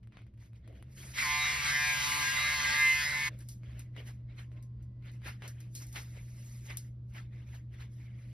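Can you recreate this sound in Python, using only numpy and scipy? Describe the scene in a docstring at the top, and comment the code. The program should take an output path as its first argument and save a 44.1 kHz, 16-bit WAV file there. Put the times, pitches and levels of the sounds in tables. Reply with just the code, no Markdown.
"""A small bathroom: a ventilation fan, a rustling mover and two seconds of electric trimmer.
First the fan's hum throbs over its rumble, built from sines and coloured noise, with soft rubs and ticks.
From 1.13 to 3.3 s the trimmer runs close by: harmonics of its shaft speed, blade hiss and hair crunch.
Then skin and hair rustle in grainy noise strokes, and jewellery ticks as short rings and knocks, to the end.
The fan stays underneath throughout, joined by faint tones from 3.7 to 5.25 s."""
import sys
import numpy as np
from scipy import signal
from scipy.fft import rfft, irfft, next_fast_len
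from scipy.io import wavfile
from scipy.ndimage import uniform_filter1d, map_coordinates

SR = 44100
rng = np.random.default_rng(int(sys.argv[2]) if len(sys.argv) > 2 else 0)


def materialize(psi):
    """Save the field psi as 16-bit PCM at rate SR to the path in sys.argv[1].

    A 1-D psi becomes a single channel; in a 2-D psi each row is a channel.
    """
    bounded = np.clip(np.atleast_2d(psi).T, -1, 1)
    quanta = np.round(bounded * 32767).astype(np.int16)
    wavfile.write(sys.argv[1], SR, quanta)


N = 367339
T = np.arange(N) / SR  # time, s

# three stretches of the fan sound, each with its own hum pitch: start_s, pitch_hz, hum_level_db, throb_depth
# (0-1), draught_level_db
FAN_STAGES = [(0, 114.3, -54, 0.8, -81), (0.851, 128, -51.5, 0, -76), (3.269, 120.3, -45.5, 0.13, -78.5)]
# faint tones that come and go: pitch_hz, level_db; then the span in which they sound: start_s, end_s
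FAINT_TONES = [(1050, -85.5), (1990, -88.5), (4720, -99)]
FAINT_TONES_SPAN = (3.7, 5.25)
# colour of the fan's air and motor rumble: freq_hz, density_db (relative, per Hz)
RUMBLE_COLOUR = [(25, -15.5), (45, -7), (66, 6.5), (90, -5.5), (125, -5.5), (160, -14), (200, -7),
                 (260, -21), (320, -17), (450, -40), (700, -41.5), (1200, -45.5), (2000, -51.5),
                 (4000, -54.5), (8000, -64), (15000, -78)]
# loudness curve of that rumble: time_s, level_db
RUMBLE_CURVE = [(0, -56), (.6, -55), (1.2, -52.5), (3.3, -51.5), (5, -52), (8.33, -52.5)]
# colour of the draught through the grille: freq_hz, density_db (relative, per Hz)
DRAUGHT_COLOUR = [(250, -19), (400, 3), (650, 0.5), (760, -22.5), (2000, -42.5)]
THROB_HZ, THROB_DIP_S = 6.45, 0.15  # rate of the throb, and the time of one of its dips

# colour of rubbing, its dull part: freq_hz, density_db (relative, per Hz)
RUB_DULL = [(700, -9.5), (1200, -7.5), (1750, -2), (2100, 2), (2450, -2.5), (4000, -11), (6000, -18.5),
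            (9000, -25.5), (13000, -60)]
# colour of rubbing, its treble: freq_hz, density_db (relative, per Hz)
RUB_BRIGHT = [(2000, -22.5), (3800, -9.5), (6000, 0.5), (10500, -6), (14000, -12.5), (15800, -24)]
# colour of rubbing, its low body: freq_hz, density_db (relative, per Hz)
RUB_LOW = [(150, -12.5), (300, 12.5), (450, 4.5), (650, 5), (1000, -33)]
# strokes of skin and hair: start_s, hold_s, level_db, treble_db and body_db (both relative to level_db)
RUB_STROKES = [(0.138, .02, -79, -30, -11), (0.142, 0.078, -69, -30, -7), (0.408, 0.052, -71, -11.5, -11),
               (.56, 0.00019, -70, -16, -20), (0.651, 0, -72, -33, 0), (0.684, .13, -74.5, -29, 12),
               (0.757, 0.021, -68, -18, -4), (0.872, 0.047, -75.5, -16, -8), (0.923, 0.59, -72.5, -6, -24),
               (0.982, 0.13, -59.5, -3.5, -10), (1.155, 0.13, -55, -4, -39), (3.295, 0.054, -66, -21, 0.5),
               (3.408, 0, -64, -4.5, -4), (3.505, 0.018, -76, 9, -9), (3.644, 0.14, -67, -18, -2),
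               (3.796, 0.0035, -60.5, -12, -9.5), (3.866, 0, -78, -26, -10), (3.977, 0.03, -56.5, -20, 0),
               (4.075, 0.016, -57, -11, -18), (4.303, 0.022, -67.5, -43, -1),
               (4.391, 0.0085, -56.5, -14.5, -21), (4.53, 0, -75.5, -12, 5), (4.565, 0.015, -68, -34, 1.5),
               (4.2, 0.0095, -83, -28, 10), (4.808, 0.016, -79, -33, 3), (5.059, 0.035, -61, -20.5, -17),
               (5.135, 0.016, -69, -12, -8), (5.259, 0.028, -57, -21, -7),
               (5.265, 0.021, -46.5, -16, -20.5), (5.442, 0.02, -51.5, -19, -6),
               (5.556, 0.11, -70.5, -14, -3), (5.761, .03, -70, 8.5, -5), (5.82, 0.0063, -58.5, -4, -10),
               (5.873, 0.028, -74, 3, -6), (5.96, 0.028, -49.5, -8.5, -36), (6.057, 0.68, -70.5, -4, -8),
               (6.02, 0, -61, -3.5, -20), (6.17, 0.0038, -57.5, -27, -3.5), (6.38, 0.2, -75, 2.5, -8),
               (6.661, 0.014, -80, 11, -8), (6.708, 0, -46.5, -20.5, -11.5), (6.78, 0.017, -80, 5, -4),
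               (6.824, 0.042, -75.5, -3, -2.5), (7.099, 0.0093, -83, -1, -1), (7.163, 0.024, -53, -18, -19),
               (7.333, 0.095, -68, -21, -3), (7.476, 0.085, -67.5, -14, -16), (7.55, 0, -57.5, -14, -19),
               (7.741, 0.008, -63, -18, -7), (7.808, 0.012, -55.5, -17.5, -17),
               (7.921, 0.13, -76, -7, -12.5), (8, 0.07, -68, -23, -14), (8.1, 0.16, -73, -20, -6),
               (8.183, 0.18, -73, -11, -6.5)]
STROKE_RISE_DB_PER_S, STROKE_FALL_DB_PER_S = 516, 301.5

# ticks of chain links, beads and fingers: start_s, level_db, knock_db, tail_db (both relative to level_db)
TICK_EVENTS = [(.0303, -73, 10.5, -9), (0.0733, -64.5, 11.5, -26), (.123, -71.5, 16, -12.5),
               (.171, -60.5, 18, -19), (0.1911, -65, 15.5, -30), (0.219, -67, 11, -27),
               (0.2667, -70, 11.5, -15), (.339, -76, 9, -13), (0.3764, -71, 9.5, -15), (.426, -70, 13, -25),
               (.533, -67.5, 11, -33), (.6769, -58.5, 9.5, -17.5), (.727, -69, 11, -24),
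               (.826, -54, 10, -25), (3.39, -49.5, -16, -32), (3.4874, -41, -47, -9),
               (3.6342, -66, 16.5, -29), (3.7937, -44, -24, -11), (3.9647, -59.5, 18, -13.5),
               (4.5176, -67, 14.5, -19), (4.6263, -55.5, -10.5, -10), (4.8254, -65.5, -10, -8.5),
               (5.023, -73, 14, -11), (5.1167, -58.5, -7, -11), (5.2192, -64, 14, -24),
               (5.4217, -55.5, 18.5, -14.5), (5.4777, -42, -34, -7), (5.6036, -52.5, -6, -6.5),
               (5.7513, -38, -44, -5.5), (5.7681, -44, -27, -20), (5.868, -48, -25, -14),
               (5.9271, -47.5, -23, -6), (5.9589, -52, 11, 1), (6.026, -59, -6, -16),
               (6.7016, -55, 13, -22), (6.7712, -29, -37, -15.5), (7.1375, -61, -8, -8),
               (7.148, -64, 12, -6)]
# nominal ringing modes of a chain link: pitch_hz, level_db (relative), t60_s
LINK_MODES = [(4900, -19, .006), (6160, -28, 0.0087), (8730, 45, 0.014), (11600, 1, .006),
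              (13400, -31, 0.0025)]
TAIL_T60_S = 0.14

# trimmer: time_s, shaft_hz, hair_load (0-1), housing_db (high orders' reference, load 0.4), blade_hiss_db
TRIMMER_CURVES = [(1.13, 152.5, 0.3, -35.5, -56), (1.219, 155.7, .95, -42.5, -49),
                  (1.26, 147.5, 0.08, -39, -50), (1.41, 148.3, 0, -40, -50),
                  (1.47, 148.1, 0.29, -38.5, -52), (1.622, 146.4, 0.33, -40.5, -52),
                  (1.69, 145.4, 0.59, -38, -49.5), (1.79, 148.1, 0, -40, -50),
                  (1.881, 148.3, 0.03, -38.5, -47.5), (1.989, 145.9, 0.31, -39.5, -49),
                  (2.071, 145.7, 0.26, -38.5, -45.5), (2.17, 146.5, 0.35, -39.5, -45.5),
                  (2.3, 146.5, 0.43, -39.5, -49), (2.54, 149.4, 0.2, -39, -49.5),
                  (2.63, 146.3, 0.42, -39.5, -51.5), (2.74, 146.5, 0.7, -39.5, -51.5),
                  (2.79, 148.9, 0.08, -40, -47), (3.028, 147.4, 0, -40, -49),
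                  (3.11, 148, 0.62, -44.5, -54.5), (3.3, 146.8, 0.07, -42, -52)]
# trimmer body heard through the tops of its orders: freq_hz, gain_db (relative)
HOUSING_COLOUR = [(82, -61), (140, -21), (308, -32.5), (566, -25.5), (1010, -16), (1390, -24.5),
                  (1580, -12.5), (1830, -4.5), (1980, -7.5), (2110, 3), (2330, -9.5), (2960, -19),
                  (6500, -20), (8450, -38), (14300, -120)]
# steady hiss of the blades in their guards: freq_hz, density_db (relative, per Hz)
BLADE_HISS_COLOUR = [(3000, -13.5), (5000, -5.5), (7500, 8.5), (11500, -2.5), (14500, -3.5), (15800, -14)]
# crunch of cut hair: freq_hz, density_db (relative, per Hz)
CRUNCH_COLOUR = [(300, -45.5), (800, -18.5), (1300, -8.5), (1700, -6), (2050, 3), (2800, -10),
                 (5000, -12.5), (8000, -11.5), (12000, -40.5)]
# orders (multiples of the shaft speed) that swell on their own: order_number
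STRONG = [6, 7, 8, 11, 12, 14, 15, 16]
# level at which each strong order rests: level_db
STRONG_REST = [-60, -56.5, -60.5, -53, -54, -43.5, -51.5, -58.5]
# swells as the grip changes, one list for each strong order: start_s, hold_s, level_db
STRONG_SWELLS = [
    [(1.28, 0.1, -47.5), (1.8, 0.14, -53), (2.04, 0.17, -50.5), (2.71, 0.018, -47.5)],
    [(1.26, .11, -40.5), (1.55, 0.017, -48.5), (1.8, 0.15, -48), (2.07, 0.19, -46), (2.56, 0.04, -47),
     (2.8, 0.11, -48)],
    [(1.33, 0.14, -47.5), (1.64, 0.039, -47.5), (2.04, 0.17, -47.5), (2.39, 0.031, -45.5),
     (2.59, 0.076, -49), (2.73, 0.11, -46), (3.24, .04, -56)],
    [(1.66, 0.088, -43.5), (1.78, .18, -38.5), (2.27, 0.03, -35.5), (2.46, 0.093, -41),
     (2.68, 0.0047, -35.5), (2.81, 0, -33.5), (3.01, 0.008, -43.5)],
    [(1.27, 0.14, -46.5), (1.76, 0.078, -37.5), (2.47, 0.031, -41.5), (2.8, 0.056, -36.5),
     (2.97, 0.064, -40.5), (3.16, .11, -42)],
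    [(1.26, .24, -36), (1.75, 0.053, -35), (2.0, 0.03, -40.5), (2.38, 0.17, -34.5), (2.69, .03, -38),
     (2.83, 0.084, -24.5), (3.1, 0.087, -36), (3.23, 0.055, -39)],
    [(1.22, .02, -38), (1.29, 0.2, -40), (1.68, 0.023, -40), (2.4, 0.045, -43.5), (2.9, 0.11, -45.5),
     (3.22, 0.055, -37.5)],
    [(1.34, 0.2, -42), (1.84, 0.073, -37), (2.39, .08, -45.5), (2.82, 0.036, -40)],
]
SWELL_DB_PER_S = 154.5  # rise and fall
DEEP_DB, LOW_ORDERS_DB = -56.5, -5.5  # lowest orders before load; other low ones relative to the housing
CLEAR_DB_PER_LOAD = -4.5  # the weaker orders sink as hair loads the blades
SETTLE_S = 0.13  # the low orders come up while the motor settles
SPIN_UP_S, SPIN_UP_DB, SWITCH_OFF_S, SWITCH_OFF_DB = 0.057, -26, 0.018, -18

# stereo width, gain of the side signal: freq_hz, gain_db
SIDE_WIDTH = [(60, -40.5), (120, -44), (200, -14), (370, -10), (700, -6.5), (1300, -0.5), (2300, -6.5),
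              (4300, -2.5), (6500, -38), (9000, -52), (15000, -45.5)]
# phase between left and right, which thins the centre near 8 kHz and the side near 11 kHz:
# freq_hz, phase_half_turns (left minus right)
STEREO_PHASE = [(0, 0), (4300, 0), (7050, -1), (8800, -1), (10350, -2), (13000, -2), (14300, -3),
                (22050, -3)]
TOP_HZ = 15850  # upper edge of the sound


def undb(db):
    """Decibels to gain."""
    return 10 ** (np.asarray(db) / 20)


def shape(points, hz):
    """Gain of a colour table, straight in dB on a log-frequency axis."""
    f, db = np.transpose(points)
    return undb(np.interp(np.log(np.maximum(hz, 1)), np.log(f), db))


def colour(x, points):
    """Filter by a colour table."""
    size = next_fast_len(x.shape[-1])
    gain = shape(points, np.arange(size // 2 + 1) * SR / size)
    return irfft(rfft(x, size) * gain, size)[..., :x.shape[-1]]


def band(x, lo_hz, hi_hz):
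    """Rms level of a band."""
    sos = signal.butter(4, [lo_hz, hi_hz], "bandpass", fs=SR, output="sos")
    return np.std(signal.sosfilt(sos, x))


def walk(rate_hz, length, spread_db=None):
    """Random wander about zero, in straight lines; or, given spread_db, a gain that wanders about 1."""
    points = rng.standard_normal(int(length * rate_hz / SR) + 2)
    if spread_db is not None:
        points = undb(spread_db * points)
    return np.interp(np.arange(length) * rate_hz / SR, np.arange(len(points)), points)


def hiss(points, length=N):
    """Coloured noise as centre and side."""
    centre, side = colour(rng.standard_normal((2, length)), points)
    return np.array([centre, colour(side, SIDE_WIDTH)])


def patchy(x, spread_db, span_s, span_hz):
    """Colour that shifts by chance: gain patches about span_s long and span_hz wide."""
    hz, s, z = signal.stft(x, SR, nperseg=512)
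    field = rng.standard_normal((int(hz[-1] / span_hz) + 2, int(s[-1] / span_s) + 2))
    where = np.meshgrid(hz / span_hz, s / span_s, indexing="ij")
    gain = map_coordinates(field, where, order=1)
    return signal.istft(z * undb(spread_db * gain), SR, nperseg=512)[1][..., :x.shape[-1]]


def grains(points, scatter_db, lo_hz, hi_hz):
    """Dense tiny slips of uneven size through a colour; centre has rms 1 in the given band."""
    slips = rng.standard_normal((2, N)) * undb(scatter_db * rng.exponential(size=N))
    centre, side = patchy(colour(slips, points), spread_db=5.0, span_s=0.016, span_hz=275.4)
    return np.array([centre, colour(side, SIDE_WIDTH)]) / band(centre, lo_hz, hi_hz)


def swell(t, s, hold, db, rise_db_per_s, fall_db_per_s):
    """Gain that rises to db at s, holds, and falls, at steady rates in dB."""
    before = np.maximum(s - t, 0)
    after = np.maximum(t - s - max(hold, 0), 0)
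    return undb(db - rise_db_per_s * before - fall_db_per_s * after)


def fan():
    """Motor hum as one sine, throbbing at first, plus faint tones, over noise for rumble and draught."""
    s, *columns = np.transpose(FAN_STAGES)
    stage = np.maximum(np.searchsorted(s, T, "right") - 1, 0)
    # glide from stage to stage over 50 ms
    hz, hum_db, depth, draught_db = (uniform_filter1d(c[stage], size=SR // 20) for c in columns)
    throb = 1 - np.clip(depth, 0, 1) * np.cos(2 * np.pi * THROB_HZ * (T - THROB_DIP_S))
    hum_gain = np.sqrt(2) * undb(hum_db) * throb * walk(4.5, N, spread_db=0.4)
    hum = hum_gain * np.sin(2 * np.pi * np.cumsum(hz) / SR)

    start_s, end_s = FAINT_TONES_SPAN
    heard = (T > start_s) & (T < end_s)
    for tone_hz, tone_db in FAINT_TONES:
        tone = undb(tone_db) * walk(5.0, N, spread_db=5.0) * np.sin(2 * np.pi * tone_hz * T)
        hum += tone * heard

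    rumble = hiss(RUMBLE_COLOUR)
    rumble *= undb(np.interp(T, *np.transpose(RUMBLE_CURVE))) / rumble[0].std()
    draught = hiss(DRAUGHT_COLOUR)
    draught *= undb(draught_db) / draught[0].std()
    return rumble + draught + hum * np.array([[1], [0]])  # hum in the centre only


def rustle():
    """Skin and hair rub in grainy slips, stroke by stroke, each with its own share of treble and body."""
    dull = grains(RUB_DULL, 1.67, 670, 7900)
    treble = grains(RUB_BRIGHT, 1.4, 9800, 16000)
    body = grains(RUB_LOW, 2.5, 200, 800)
    power = np.zeros((3, N))  # overlapping strokes add in power
    for s, hold, db, treble_db, body_db in RUB_STROKES:
        near = slice(max(int((s - 0.2) * SR), 0), int((s + hold + 0.3) * SR))
        gain = swell(T[near], s, hold, db, STROKE_RISE_DB_PER_S, STROKE_FALL_DB_PER_S)
        power[:, near] += np.outer(undb([0, treble_db, body_db]), gain) ** 2
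    return sum(np.sqrt(p) * layer for p, layer in zip(power, (dull, treble, body)))


def link_ring(t):
    """Decaying modes of a chain link, detuned by chance each time; peak 1."""
    ring = np.zeros(len(t))
    for hz, db, t60 in LINK_MODES:
        detuned_hz = hz * (1 + 0.04 * rng.standard_normal())
        ring += undb(db) * np.sin(2 * np.pi * detuned_hz * t) * 1000.0 ** (-t / t60)
    return ring / np.abs(ring).max()


def ticks():
    """A crack, a short ring of the link, a dull knock, and tails of both from the tiles."""
    t = np.arange(8192) / SR
    out = np.zeros((2, N + len(t)))
    crack = np.cos(2 * np.pi * 11000 * t + 0.9) * np.exp(-t / 0.00007)
    for s, db, knock_db, tail_db in TICK_EVENTS:
        knock = undb(knock_db) * np.sin(2 * np.pi * 1700 * t) * np.exp(-t / 0.00013)
        knock += undb(knock_db - 14) * np.sin(2 * np.pi * 420 * t) * np.exp(-t / 0.0004)  # its thud
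        bright, dull = hiss(RUB_BRIGHT, len(t)), hiss(RUB_DULL, len(t))
        tail = bright / bright[0].std() + undb(knock_db) * dull / dull[0].std()
        tail *= undb(tail_db) * 1000.0 ** (-t / TAIL_T60_S)
        hard = undb(-1.2 * max(knock_db - 10.5, 0))  # a soft, dull touch hardly cracks
        hit = hard * (1.12 * link_ring(t) + 4.0 * crack) + 3.35 * knock
        i = int(s * SR)
        out[:, i:i + len(t)] += undb(db) * (tail + hit * np.array([[1], [0.3]]))
    return out[:, :N]


def shaft_orders(t, turn, load, housing_db):
    """Multiples of the shaft speed: strong ones swell alone as the hand moves, weaker ones follow the load."""
    length = len(t)
    strong, deep, low, high = np.zeros((4, 2, length))
    settle = np.minimum((t - t[0]) / SETTLE_S, 1) ** 2
    for order in range(1, 48):
        order_hz = order * 148  # nominal, for the colour tables
        # biting hair breaks up the higher orders
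        shake = 0.004 * order ** 2 * (load + 0.04) * walk(30 + 1.1 * order, length)
        centre, side = np.sin(order * turn + shake + rng.uniform(0, 2 * np.pi, (2, 1)))
        side *= walk(9.04, length, spread_db=5.0) * shape(SIDE_WIDTH, order_hz)
        if order <= 12:
            centre = centre * settle
        if order in STRONG:
            k = STRONG.index(order)
            gains = [undb(STRONG_REST[k]) * walk(17, length, spread_db=5.5)]
            gains += [swell(t, *row, SWELL_DB_PER_S, SWELL_DB_PER_S) for row in STRONG_SWELLS[k]]
            gain = np.max(gains, axis=0)
            side = undb(-6.5) * walk(5.05, length) * side
            strong += np.sqrt(2) * gain * np.array([centre, side])
            continue
        flutter = walk(6 + 0.4045 * order, length, spread_db=min(4.7 + 0.32 * order, 5.2))
        pair = shape(HOUSING_COLOUR, order_hz) * np.array([centre * flutter, side])
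        if order < STRONG[0] - 1:
            deep += pair
        elif order < STRONG[-1]:
            low += pair
        else:
            high += pair
    # a weak line between the first two orders
    between = walk(6.0, length, spread_db=1.5) * np.sin(3 * turn / 2)
    deep[0] += 0.5 * deep[0].std() * between
    deep *= undb(DEEP_DB) * (0.5 + 1.6 * load) / deep[0].std()  # the lowest orders grow with the load
    weak = undb(LOW_ORDERS_DB) * low / low[0].std() + undb(0.06) * high / high[0].std()
    return strong + deep + undb(housing_db + CLEAR_DB_PER_LOAD * (load - 0.4)) * weak


def blade_hiss(turn, level_db):
    """Steady noise of blades sliding in their guards, scraping once a turn."""
    grit = hiss(BLADE_HISS_COLOUR, len(turn)) * (1 + 0.13 * np.sin(turn))
    return grit * undb(level_db) / band(grit[0], 9000, 14000)


def hair_crunch(load, housing_db):
    """Patchy noise of hair being cut, louder as the load grows."""
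    crunch = patchy(hiss(CRUNCH_COLOUR, len(load)), spread_db=4.5, span_s=0.018, span_hz=250.0)
    return crunch * (0.31 + load) * undb(housing_db + 6.5) / crunch[0].std()


def trimmer():
    """A spinning shaft drives the blades; hair load shakes its speed and adds crunch."""
    s, *columns = np.transpose(TRIMMER_CURVES)
    start, length = int(s[0] * SR), int((s[-1] - s[0]) * SR)
    t = T[start:start + length]
    hz, load, housing_db, hiss_db = (np.interp(t, s, c) for c in columns)
    load = np.clip(load, 0, 1)
    shaken_hz = hz * (1 + 0.01156 * load * walk(70, length))
    turn = 2 * np.pi * np.cumsum(shaken_hz) / SR  # shaft angle, radians
    sound = shaft_orders(t, turn, load, housing_db)
    sound += blade_hiss(turn, hiss_db) + hair_crunch(load, housing_db)
    run_s = s[-1] - s[0] - SPIN_UP_S - SWITCH_OFF_S
    rise, fall = -SPIN_UP_DB / SPIN_UP_S, -SWITCH_OFF_DB / SWITCH_OFF_S
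    switch = swell(t, s[0] + SPIN_UP_S, run_s, 0, rise, fall)
    out = np.zeros((2, N))
    out[:, start:start + length] = sound * switch * signal.windows.tukey(length, 0.012)
    return out


def scene():
    """All sources, from centre and side to left and right."""
    centre, side = fan() + rustle() + ticks() + trimmer()
    return np.array([centre + side, centre - side])


def record(dry):
    """Left and right drift apart in phase up the treble; a steep low-pass cuts the top."""
    size = next_fast_len(N)
    phase = np.pi * np.interp(np.arange(size // 2 + 1) * SR / size, *np.transpose(STEREO_PHASE))
    rotation = np.exp(0.5j * np.outer([1, -1], phase))  # half the phase to each side
    stereo = irfft(rfft(dry, size) * rotation, size)[:, :N]
    return signal.sosfilt(signal.ellip(8, 0.2, 70, TOP_HZ, fs=SR, output="sos"), stereo)


dry = scene()
out = record(dry)
materialize(out)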